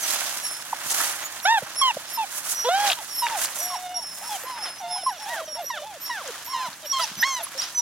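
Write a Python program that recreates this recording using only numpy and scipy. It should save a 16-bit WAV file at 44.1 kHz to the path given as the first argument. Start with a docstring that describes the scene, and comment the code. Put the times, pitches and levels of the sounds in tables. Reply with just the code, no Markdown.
'''Puppies playing on a lawn

Air squeezed through a narrow nose makes thin whistles, and vibrating vocal folds make arching yips
and, further off, soft whimpers; the late cries are breathy. Paws and fur brush through the grass,
stalks snap, and a few soft bumps sound close by. The garden rumbles faintly and echoes weakly.'''
import sys
import numpy as np
from scipy import signal
from scipy.fft import rfft, irfft, next_fast_len
from scipy.io import wavfile
from scipy.ndimage import map_coordinates

SR = 44100
rng = np.random.default_rng(int(sys.argv[2]) if len(sys.argv) > 2 else 0)


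def put_to_file(sound):
    """Save the sound as 16-bit audio at rate SR, in the file named by the first command-line argument."""
    columns = np.atleast_2d(sound).T  # one column per channel
    safe = np.clip(columns, -1, 1)
    whole_steps = np.round(safe * 32767)
    wavfile.write(sys.argv[1], SR, whole_steps.astype(np.int16))


N = 344421
TIME = np.arange(N) / SR
TREBLE_LIMIT_HZ = 16100


def amp(db):
    """Turns decibels into a factor to multiply by."""
    return 10 ** (np.asarray(db) / 20)


def unit(x):
    """Scales a signal to an average strength (rms) of 1."""
    return x / np.sqrt(np.mean(x ** 2) + 1e-20)


def curve_at(points, hz):
    """Looks up a (frequency, value) table, blending between rows on a log-frequency scale."""
    f, value = np.transpose(points)
    return np.interp(np.log(hz + 1), np.log(f + 1), value)


def add(mix, start, sound):
    """Mixes a sound in at a start time in seconds."""
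    part = mix[max(round(start * SR), 0):][:len(sound)]
    part += sound[:len(part)]


def wander(size, hz):
    """A smooth random wobble of strength 1, with up to about hz changes a second."""
    f = np.fft.rfftfreq(size + SR // 2, 1 / SR)
    noise = rng.standard_normal(size + SR // 2)
    return unit(irfft(rfft(noise) * np.exp(-(f / hz) ** 2)))[:size]


def place(x, right_db, lag):
    """Makes stereo: the right side is right_db louder, and the left is lag samples late."""
    late = map_coordinates(x, [np.arange(len(x)) - lag], order=3)
    return np.array([late * amp(-right_db / 2), x * amp(right_db / 2)])


def stereo_noise(colour):
    """Frequencies and left and right spectra of a noise; the sides share more bass than treble."""
    # how alike the two sides are: (frequency [Hz], likeness [0-1])
    likeness = [(50, 0.83), (500, 0.99), (1200, 0.97), (2500, 0.49), (9000, 0), (15000, 0.2)]
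    # how much louder the right side is: (frequency [Hz], level [dB])
    right_boost = [(100, 2.5), (1200, 1), (4000, 2), (8000, 3.5), (15000, 5.5)]
    size = 2 * next_fast_len(N // 2 + 1)
    hz = np.fft.rfftfreq(size, 1 / SR)
    left, other = rfft(rng.standard_normal((2, N)), size)
    same = np.clip(curve_at(likeness, hz), 0, 1)
    right = same * left + np.sqrt(1 - same ** 2) * other
    tilt = amp(curve_at(right_boost, hz) * np.array([[-.5], [.5]]))
    return hz, np.array([left, right]) * tilt * amp(curve_at(colour, hz))


def garden_air(db=-60):
    """The faint, steady rumble of the garden."""
    # tone colour of still air: (frequency [Hz], relative level [dB])
    colour = [(20, -18), (45, -25), (65, -11), (83, 3.5), (100, -3.5), (160, 2.5), (250, 0), (320, 2),
              (420, -6), (800, -11), (3000, -49), (16000, -24.5)]
    _, spectra = stereo_noise(colour)
    return amp(db) * unit(irfft(spectra)[:, :N])


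def garden_echoes(x, die_away_s=0.41):
    """Hedge and fence throw back scattered echoes."""
    t = TIME[:SR // 2]
    echoes = rng.standard_normal((2, len(t))) * (rng.random((2, len(t))) < .04)
    echoes *= amp(-60 * t / die_away_s) * (t > .003)
    echoes /= np.linalg.norm(echoes, axis=1, keepdims=True)
    return signal.fftconvolve(x[None], echoes, axes=1)[:, :N]


def hiss_levels():
    """How loud the low scuff, middle swish and high fizz of the hiss are over time, in dB."""
    # the puppies' steady stirring: (time [s], swish [dB], scuff over swish [dB], fizz over swish [dB])
    stirring = [(0.0, -52, 6.5, 5.5), (0.6, -45.0, 3, 2.5), (1.5, -44.5, 4.5, 2), (2.1, -42.5, 0.5, 0),
                (3.1, -44, 0, 4), (3.75, -45.0, 1, 5.0), (4.0, -53.5, 2.5, -0.5), (4.5, -49.0, 7, 0),
                (4.9, -51.0, 2.5, 0.5), (5.6, -52.0, 2.0, 1.5), (6.8, -55.5, 4.5, 6), (7.8, -48.5, 1.0, 5)]
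    # swells of hiss: grass being brushed, and breathy noise in the late cries: (peak time [s],
    # rise [s per 10 dB], fall [s per 10 dB], swish [dB], scuff over swish [dB], fizz over swish [dB])
    hiss_swells = [(0.116, 0.17, 0.332, -30.0, -2.0, 3.0), (0.907, 0.04, 0.07, -32, -6.5, 8.5),
                   (1.015, 0.14, 0.13, -29.5, 0, 5.5), (1.223, 0.02, 0.06, -40.0, 5.5, -14),
                   (2.385, 0.06, 0.018, -37.5, -2, 10), (2.523, 0.071, 0.032, -36.5, -2.0, 13),
                   (2.804, 0.12, 0.08, -37.0, 2.5, -8.5), (2.877, 0.063, 0.05, -27.0, 1.0, 1.5),
                   (3.303, 0.08, 0.29, -39.5, 5, -9.0), (3.448, 0.07, 0.01, -29, -3, 5),
                   (3.657, 0.23, 0.01, -43.0, 0.5, 11.5), (4.359, 0.22, 0.09, -42, 1, 8),
                   (4.683, 0.15, 0.041, -45.0, 8, 0), (5.36, 0.15, 0.06, -40.5, 2, 2.5),
                   (6.316, 0.37, 0.15, -41, -0.0, -2.5), (6.667, 0.4, 0.15, -43.5, 1, -1),
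                   (7.014, 0.08, 0.11, -33.5, -4.5, -4.5), (7.27, 0.3, 0.15, -44.5, 1.5, -13),
                   (7.464, 0.34, 0.14, -44, 0.5, -2), (7.624, 0.06, 0.09, -32.5, -4.5, -8.5)]
    t = np.linspace(0, N / SR, 4000)
    times, *columns = np.transpose(stirring)
    swish, scuff, fizz = (np.interp(t, times, column) for column in columns)
    power = amp([swish + scuff, swish, swish + fizz]) ** 2
    for peak, rise, fall, db, scuff_db, fizz_db in hiss_swells:
        shape_db = -10 * np.maximum((peak - t) / rise, (t - peak) / fall)
        power += amp(db + shape_db + np.array([[scuff_db], [0], [fizz_db]])) ** 2
    return [np.interp(TIME, t, 10 * np.log10(band)) for band in power]


def grass_and_breath(ticks_per_s=500, tick_decay_s=.0006):
    """A finely crackling hiss: blades sliding against fur and paws, and breath in the late cries."""
    # tone colour of the hiss: (frequency [Hz], relative level [dB])
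    colour = [(30, -45), (100, -28), (200, -17), (320, -7.5), (430, -12.5), (600, 1), (900, 2.5),
              (1650, 4.5), (2300, 1.5), (3200, 7.5), (4300, 7), (6200, 7), (8000, 0.5), (11000, -1),
              (13000, -5.5), (16000, -10)]
    ticks = amp(3.5 * np.minimum(rng.exponential(1, N), 4)) * (rng.random(N) < ticks_per_s / SR)
    crackle = unit(signal.lfilter([1], [1, -np.exp(-1 / (tick_decay_s * SR))], ticks))
    hz, spectra = stereo_noise(colour)
    scuff_db, swish_db, fizz_db = hiss_levels()
    low = 1 / (1 + (hz / 2600) ** 8)
    high = 1 / (1 + (6800 / (hz + 1)) ** 8)
    layers = [(low, scuff_db - .58, .1), (1 - low - high, swish_db - 1.5, .2), (high, fizz_db - .3, .25)]
    flicker_db = wander(N, 78)
    out = np.zeros((2, N))
    for band, db, crackle_share in layers:
        noise = unit(irfft(spectra * band)[:, :N])
        surges = np.sqrt(1 - crackle_share + crackle_share * crackle ** 2)  # one surge for each tick
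        out += noise * surges * amp(flicker_db + db + 1.5 * wander(N, 38))
    lag = np.interp(TIME, [2.6, 4], [3.5, 0])  # the puppies come in from the right
    right_db = np.interp(TIME, [3.3, 4.2], [1.2, -.8])
    left = map_coordinates(out[0], [np.arange(N) - lag], order=3)
    return np.array([left * amp(-right_db / 2), out[1] * amp(right_db / 2)])


def bursts(events, width):
    """Quickly dying puffs of noise, each in one broad band of frequencies."""
    out, t = np.zeros(N), TIME[:SR // 5]
    for start, db, hz, decay in events:
        edges_hz = [hz / (1 + width), min(hz * (1 + width), TREBLE_LIMIT_HZ)]
        band = signal.butter(2, edges_hz, "band", fs=SR)
        burst = signal.lfilter(*band, rng.standard_normal(len(t)) * np.exp(-t / decay))
        add(out, start, amp(db) * burst / abs(burst).max())
    return out


def paw_bumps():
    """Paws land with soft, low thuds."""
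    # thuds: (time [s], peak level [dB], centre frequency [Hz], decay time [s])
    bumps = [(.86, -40, 184, 0.0059), (1.625, -35.5, 170, 0.01), (1.96, -38.5, 167, 0.013),
             (2.9, -54, 89.7, 0.015), (6.68, -41, 172, 0.013), (7.115, -37, 224, 0.0059),
             (7.17, -39, 163, 0.026)]
    return bursts(bumps, width=0.44)


def stalk_snaps():
    """Stalks break with short, bright clicks."""
    # clicks: (time [s], peak level [dB], centre frequency [Hz], decay time [s])
    snaps = [(.904, -14, 7500, .003), (.913, -12, 7500, .005), (.927, -14, 7000, .003),
             (1.002, -20, 1350, 0.016), (1.024, -21, 1400, .006), (1.401, -23, 3400, .0015),
             (2.526, -20, 7960, 0.005), (2.876, -12.5, 3580, 0.0023), (2.9, -8.5, 3000, .002),
             (2.9055, -12.5, 3320, 0.00097), (2.916, -11, 3500, 0.0064), (2.921, -14.5, 3050, 0.0019),
             (2.931, -13, 3060, 0.0019), (3.267, -13.5, 1930, 0.0012), (3.285, -17.5, 3500, 0.0013),
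             (3.439, -22, 5540, 0.0024), (3.456, -13.5, 5550, 0.0022), (6.277, -22, 6000, 0.0017),
             (6.73, -30, 4100, 0.0025)]
    return bursts(snaps, width=0.25)


def fade(t, in_s, out_s):
    """Gives a call a soft start and end."""
    return np.sin(np.pi / 2 * np.clip(np.minimum(t / in_s, (t[-1] - t) / out_s), 0, 1)) ** 2


def swell(t, loudest, depth_db):
    """A level in dB that climbs to the loudest moment and sinks again."""
    return -depth_db * np.maximum(1 - t / loudest, (t - loudest) / max(t[-1] - loudest, 1 / SR))


def pitch_arch(t, turn, start_hz, turn_hz, end_hz, drop=0, drop_s=0.01196):
    """Pitch glides quickly to a turn and slowly away, then drops by a share as the air runs out."""
    before = np.clip(1 - t / turn, 0, 1) ** 2
    after = np.clip((t - turn) / max(t[-1] - turn, 1 / SR), 0, 1) ** 1.6
    hz = turn_hz + (start_hz - turn_hz) * before + (end_hz - turn_hz) * after
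    return hz * (1 - drop * np.exp((t - t[-1]) / drop_s))


def voice(hz, second_db, third_db, upper_db, jitter, rasp):
    """Vocal folds make a base tone and its multiples (harmonics); jitter shakes pitch, rasp loudness."""
    # how throat and nose colour the upper harmonics: (frequency [Hz], relative level [dB])
    throat = [(1500, 5), (2500, 4), (3400, 15), (4400, 0.5), (5000, 1.5), (5600, 2.5), (7500, -6.5),
              (9000, -21), (12000, -21), (15000, -32)]
    size = len(hz)
    phase = 2 * np.pi * np.cumsum(hz * (1 + jitter * wander(size, 390))) / SR
    lower = np.sin(phase) + amp(second_db) * np.cos(2 * phase) + amp(third_db) * np.sin(3 * phase)
    harmonics = np.arange(4, 17)[:, None]
    waver_db = 3 * np.array([wander(size, 25) for _ in harmonics])
    gains = amp(curve_at(throat, harmonics * hz) + waver_db) * (harmonics * hz < TREBLE_LIMIT_HZ)
    upper = (gains * np.cos(harmonics * phase)).sum(0) / np.linalg.norm(gains, axis=0)
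    flutter = rasp * wander(size, 400)
    return np.sqrt(2) * (lower * (1 + 0.065 * flutter) + amp(upper_db) * upper * (1 + flutter))


def whimpers(wobble=0.00804, fade_s=0.0031, waver_db=2.0):
    """Soft, unsteady cries through a closed mouth: mostly the base tone."""
    # cries: (time [s], length [s], turn after [s], start pitch [Hz], turn pitch [Hz],
    # end pitch before the drop [Hz], loudest after [s], level [dB], upper harmonics [dB])
    cries = [(2.97, 0.055, 0.0097, 1030, 965, 662, 0.006, -36.5, -13.0),
             (3.3, 0.094, 0.018, 1012, 926.0, 622.0, 0.042, -28.5, -17),
             (3.59, 0.41, 0.055, 550, 729, 726, 0.36, -35, -11.5),
             (3.7, 0.07, 0.037, 1167, 1074, 779, 0.045, -31.5, -16.0),
             (3.94, 0.11, 0.05, 743, 975.0, 760, 0.067, -42.5, -13.0),
             (4.21, 0.094, 0.07, 641, 1000.0, 1000.0, 0.0097, -40.5, -14.0),
             (4.291, 0.083, 0.02, 928, 837, 760.0, 0.035, -30.0, -8.0),
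             (4.45, 0.19, 0.028, 1002, 1029, 793, 0.024, -35.0, -13),
             (4.65, 0.05, 0.036, 968.0, 728, 681.0, 0.006, -41.5, 1.0),
             (4.8, 0.24, 0.044, 872, 705.5, 763, 0.054, -33.5, -14.5),
             (4.81, 0.23, 0.026, 866, 920, 732, 0.2, -37.0, -8.5),
             (4.957, 0.019, 0.0059, 955, 1055, 940, 0.01, -31.0, -17),
             (5.19, 0.16, 0.025, 747.0, 869.0, 618, 0.14, -37.0, -12.0),
             (5.36, 0.088, 0.055, 651, 651, 696, 0.064, -35.0, -9.0),
             (5.475, 0.057, 0.013, 634, 626.0, 630, 0.011, -37.5, -9),
             (5.55, 0.1, 0.049, 553.0, 704, 579.0, 0.052, -34.5, -12.5),
             (5.557, 0.06, 0.0073, 1090, 968, 708, 0.054, -35.5, -15),
             (5.735, 0.12, 0.061, 620, 594, 619.0, 0.092, -38.0, -7),
             (5.81, 0.17, 0.068, 556, 870, 550, 0.055, -38.5, -13),
             (6.23, 0.081, 0.047, 894, 541, 456, 0.075, -38, -14),
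             (6.47, 0.095, 0.048, 893, 1070.0, 1025, 0.067, -35.5, -15.0),
             (6.825, 0.048, 0.024, 628, 620, 594, 0.036, -39.5, -2.5),
             (7.387, 0.05, 0.03, 560.0, 716, 674, 0.03, -38, -14.0),
             (7.548, 0.035, 0.015, 526, 548.0, 604.0, 0.024, -38.5, -17.0),
             (7.772, 0.044, 0.023, 994, 977, 990, 0.03, -39, -8.0)]
    out = np.zeros(N)
    for start, length, turn, start_hz, turn_hz, end_hz, loudest, db, upper_db in cries:
        t = np.arange(0, length, 1 / SR)
        hz = pitch_arch(t, turn, start_hz, turn_hz, end_hz, drop=0.13)
        hz *= 1 + wobble * wander(len(t), 18)
        level_db = db + swell(t, loudest, depth_db=6) + waver_db * wander(len(t), 70)
        cry = voice(hz, second_db=-19, third_db=-18, upper_db=upper_db, jitter=0.012, rasp=0.28)
        add(out, start, fade(t, fade_s, fade_s) * amp(level_db) * cry)
    return out


def squeaks():
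    """Brief glides of one tone, low from the throat or very high from the nose."""
    # squeaks and grunts: (time [s], peak level [dB], start pitch [Hz], end pitch [Hz], length [s])
    glides = [(0.727, -15, 1180, 690, 0.011), (1.619, -28, 610, 480, 0.013), (1.967, -20.5, 680, 520, 0.01),
              (2.12, -27, 11800, 12300, 0.056), (3.112, -28, 11600, 11900, 0.14),
              (4.41, -37.5, 12300, 11100, .07), (4.433, -34.5, 560, 473, 0.02),
              (5.603, -37, 11400, 12700, 0.087), (5.988, -31, 11700, 12500, 0.1),
              (6.434, -33.5, 11800, 12700, 0.07), (6.836, -37, 11650, 12500, 0.064),
              (7.204, -22, 11700, 12370, .025), (7.423, -24.5, 12600, 9600, 0.037),
              (7.465, -30.5, 1400, 920, 0.0093)]
    out = np.zeros(N)
    for start, db, start_hz, end_hz, length in glides:
        phase = 2 * np.pi * np.cumsum(np.geomspace(start_hz, end_hz, int(length * SR))) / SR
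        add(out, start, amp(db) * np.hanning(len(phase)) * np.sin(phase))
    return out


def nose_whistles(jitter=.003, waver_db=1.7, fade_s=0.0048):
    """Air whistles through a narrow airway: one wavering tone and the octave above it."""
    # whistles: (time [s], length [s], turn after [s], start pitch [Hz], turn pitch [Hz],
    # end pitch [Hz], loudest after [s], level [dB], octave against the tone [dB])
    whistles = [(0.01, 0.05, 0.037, 7023.0, 5943.0, 5987.0, 0.041, -26.5, -11),
                (0.418, 0.21, 0.12, 5740, 5306.0, 5395.0, 0.037, -34, 1.5),
                (1.216, 0.067, 0.056, 6200, 6940, 6751.0, 0.041, -32.5, -6.0),
                (1.424, 0.04, 0.028, 6057.0, 5550.0, 5627.0, 0.025, -33, 0),
                (1.753, 0.078, 0.064, 5280, 5504.0, 5447.0, 0.063, -24.5, -1),
                (2.067, 0.12, 0.06, 5470, 5380, 5164.0, 0.098, -35, -1.5),
                (2.541, 0.14, 0.041, 5947.0, 5830, 5674.0, 0.053, -26, -13),
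                (2.55, 0.09, 0.065, 5635.0, 5490, 5560.0, 0.084, -34, -13.0),
                (3.088, 0.16, 0.082, 5752.0, 5380, 5183.0, 0.11, -28.5, -4.5),
                (3.576, 0.21, 0.169, 5990, 5515, 5559.0, 0.033, -30.0, -3.5),
                (3.755, 0.027, 0.01, 5620, 5560.0, 5520.0, 0.015, -32, -17),
                (3.94, 0.07, 0.02, 5600.0, 5620.0, 5480.0, 0.032, -25.0, -11.0),
                (4.005, 0.2, 0.13, 5490.0, 5340.0, 5310.0, 0.03, -34.0, -6.0),
                (4.201, 0.14, 0.09, 5250, 5408.0, 4747.0, 0.084, -37.0, -4),
                (4.455, 0.35, 0.245, 5280, 5210, 5137.0, 0.21, -36.5, -4.0),
                (4.611, 0.05, 0.041, 5199.0, 5410, 5688.0, 0.036, -31.5, -12.0),
                (4.779, 0.04, 0.02, 6120, 5770, 5700.0, 0.01, -39.5, -16),
                (4.884, 0.13, 0.033, 5150.0, 5270, 5226.0, 0.057, -29.5, -3.5),
                (4.998, 0.14, 0.036, 5244.0, 5300, 5817.0, 0.061, -33.0, -1.5),
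                (5.167, 0.093, 0.071, 5835.0, 5390, 5717.0, 0.073, -37.0, -11.0),
                (5.446, 0.14, 0.038, 6524.0, 5640, 5425.0, 0.105, -33, -10.5),
                (5.639, 0.094, 0.027, 5372.0, 5740, 5614.0, 0.03, -31.5, -7),
                (6.007, 0.14, 0.062, 5350, 5470, 5491.0, 0.061, -34.0, -9),
                (6.458, 0.095, 0.025, 5500.0, 5540, 5458.0, 0.066, -33.5, -11),
                (6.851, 0.061, 0.045, 5250.0, 5720.0, 5740.0, 0.022, -34, -9),
                (6.895, 0.038, 0.006, 5750.0, 5690, 5590.0, 0.025, -19.5, -19),
                (7.006, 0.045, 0.019, 5150, 4760, 6508.0, 0.037, -22, -16),
                (7.165, 0.066, 0.066, 6080, 5970, 5946.0, 0.06, -28, -10),
                (7.187, 0.052, 0.012, 5315.0, 5188.0, 5615.0, 0.021, -29, -21.0),
                (7.252, 0.12, 0.072, 5956.0, 6200, 5867.0, 0.1, -29.5, -25.0),
                (7.58, 0.032, 0.023, 5270, 5680, 5012.0, 0.019, -19.5, -24),
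                (7.605, 0.081, 0.03, 5600.0, 5500.0, 6100.0, 0.034, -36, -20.0),
                (7.608, 0.04, 0.0137, 4920, 4800.0, 6840, 0.017, -28, -19.0),
                (7.747, 0.072, 0.021, 5920, 6024.0, 5718.0, 0.049, -18.5, -27.0)]
    out = np.zeros(N)
    for start, length, turn, start_hz, turn_hz, end_hz, loudest, db, octave_db in whistles:
        t = np.arange(0, length, 1 / SR)
        hz = pitch_arch(t, turn, start_hz, turn_hz, end_hz)
        phase = 2 * np.pi * np.cumsum(hz * (1 + jitter * wander(len(t), 290))) / SR
        tone = np.sin(phase) + amp(octave_db + 2.5 * wander(len(t), 40)) * np.sin(2 * phase)
        tone *= 1 + .14 * wander(len(t), 500)  # swirling air roughens the tone
        level_db = db + swell(t, loudest, depth_db=14) + waver_db * wander(len(t), 73)
        add(out, start, np.sqrt(2) * fade(t, fade_s, fade_s) * amp(level_db) * tone)
    return out


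def yips(waver_db=1.5, crack_s=.018):
    """Open-mouthed cries, harsh at the start when pushed hard; the early ones come from the right."""
    # cries: (time [s], length [s], turn after [s], start pitch [Hz], turn pitch [Hz],
    # end pitch before the drop [Hz], opening push [s], level [dB], change by the end [dB],
    # push on the base tone [dB], 2nd harmonic [dB], push on it [dB], 3rd harmonic [dB],
    # upper harmonics [dB])
    cries = [(1.448, 0.15, 0.079, 677, 926, 798.0, 0.036, -14.0, -10.0, -6.0, -5.5, 0.0, -14.0, -12.0),
             (1.811, 0.11, 0.029, 1155, 1060, 928, 0.01, -19.5, -3.5, 6.5, -14.5, -6, -1.5, -12),
             (2.17, 0.086, 0.017, 1120, 903, 816, 0.067, -29.0, 0, 6.0, -20, 0, -9.5, -11.0),
             (2.641, 0.057, 0.029, 398, 503, 645, 0.018, -26.0, 7.5, -8.0, -4, 1.5, -17.0, -7.5),
             (2.683, 0.24, 0.15, 650, 827, 750, 0.04, -20.5, -5.5, -0.5, -9.5, 0, -19, -11.5),
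             (3.217, 0.072, 0.015, 1088.0, 955, 974, 0.061, -36.0, -2.5, 15.0, -11, 6, -0.5, 0.5),
             (5.06, 0.054, 0.015, 1083, 1063, 957, 0.031, -32, 1.5, 14.5, -13, -18, -19, -15.0),
             (5.098, 0.094, 0.043, 967, 732, 607, 0.039, -50.0, 5.5, 19.0, -5.5, 15, -11, -2),
             (5.25, 0.18, 0.07, 703, 966, 483.0, 0.055, -30.0, -9.5, -7.5, 2.0, -16, -18.0, -13.5),
             (5.696, 0.105, 0.021, 1173.0, 942.0, 550, 0.023, -41.0, -3, 17.0, 5.0, 0, -5.0, 0.5),
             (6.092, 0.14, 0.019, 1132, 960, 490.0, 0.021, -36.5, -8.5, 12, 6.5, -7.0, -8.0, -5.5),
             (6.524, 0.17, 0.041, 1107, 1027, 1016, 0.025, -30.5, -1, 4.5, -26.0, 14, -16.0, -11.0),
             (6.536, 0.15, 0.015, 1033, 958, 616, 0.042, -39.5, -5, 6.0, 2, -6.0, -3, -4.0),
             (6.922, 0.14, 0.013, 1145, 1080, 918, 0.052, -23.5, -9, -3.5, -10.5, -14, -7, -9),
             (6.992, 0.031, 0.0076, 666, 677.0, 795.0, 0.027, -17.5, -20.0, -7.5, -19.5, 20.0, -12, -4.5),
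             (7.222, 0.2, 0.048, 823, 1094, 905, 0.026, -26.0, -10.5, -8, -6.5, 20.0, -8, -3.5)]
    out = np.zeros((2, N))
    for (start, length, turn, start_hz, turn_hz, end_hz, push_s, db, change_db,
         base_push_db, second_db, second_push_db, third_db, upper_db) in cries:
        t = np.arange(0, length, 1 / SR)
        hz = pitch_arch(t, turn, start_hz, turn_hz, end_hz, drop=0.204)
        level_db = db + change_db * t / length
        push = np.exp(-(t / push_s) ** 4)
        lift_db = base_push_db * push  # lifts only the base tone, so it is taken off the others
        octave_db = second_db + second_push_db * push
        # a loud octave means tight vocal folds, which sound harsh
        harsh = np.clip((level_db + octave_db + 26) / 14, 0, 1) * np.exp(-t / .04)
        harsh += .3 * np.exp((t - length) / crack_s)  # the yip cracks as it runs out
        cry = voice(hz, octave_db - lift_db, third_db - lift_db, upper_db - lift_db,
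                    jitter=0.0054 + 0.054 * harsh, rasp=0.15 + 1.7 * harsh)
        cry *= fade(t, in_s=0.01, out_s=0.016)
        cry *= amp(level_db + lift_db + waver_db * wander(len(t), 60))
        lag = np.interp(start, [2.3, 3.6], [4.0, .2])
        for side, sound in zip(out, place(cry, right_db=2.0, lag=lag)):
            add(side, start, sound)
    return out


def scene():
    """Puppies near and far, the grass under them, and the garden."""
    near, far, whistles = yips(), whimpers(), nose_whistles()
    puppies = near + place(far + squeaks(), right_db=1.5, lag=0.64)
    puppies += place(whistles, right_db=2.5, lag=0.67)
    snaps = place(stalk_snaps(), right_db=-2.5, lag=0.81)
    bumps = place(paw_bumps(), right_db=2.5, lag=.5)
    echoes = garden_echoes(amp(-30) * near[1] + amp(-19) * far + amp(-16) * whistles)
    return puppies + snaps + bumps + echoes + grass_and_breath() + garden_air()


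def record(dry):
    """Cuts away the very highest treble."""
    low_pass = signal.firwin(511, TREBLE_LIMIT_HZ, window=("kaiser", 9), fs=SR)
    return signal.oaconvolve(dry, low_pass[None], "same")


dry = scene()
out = record(dry)
put_to_file(out)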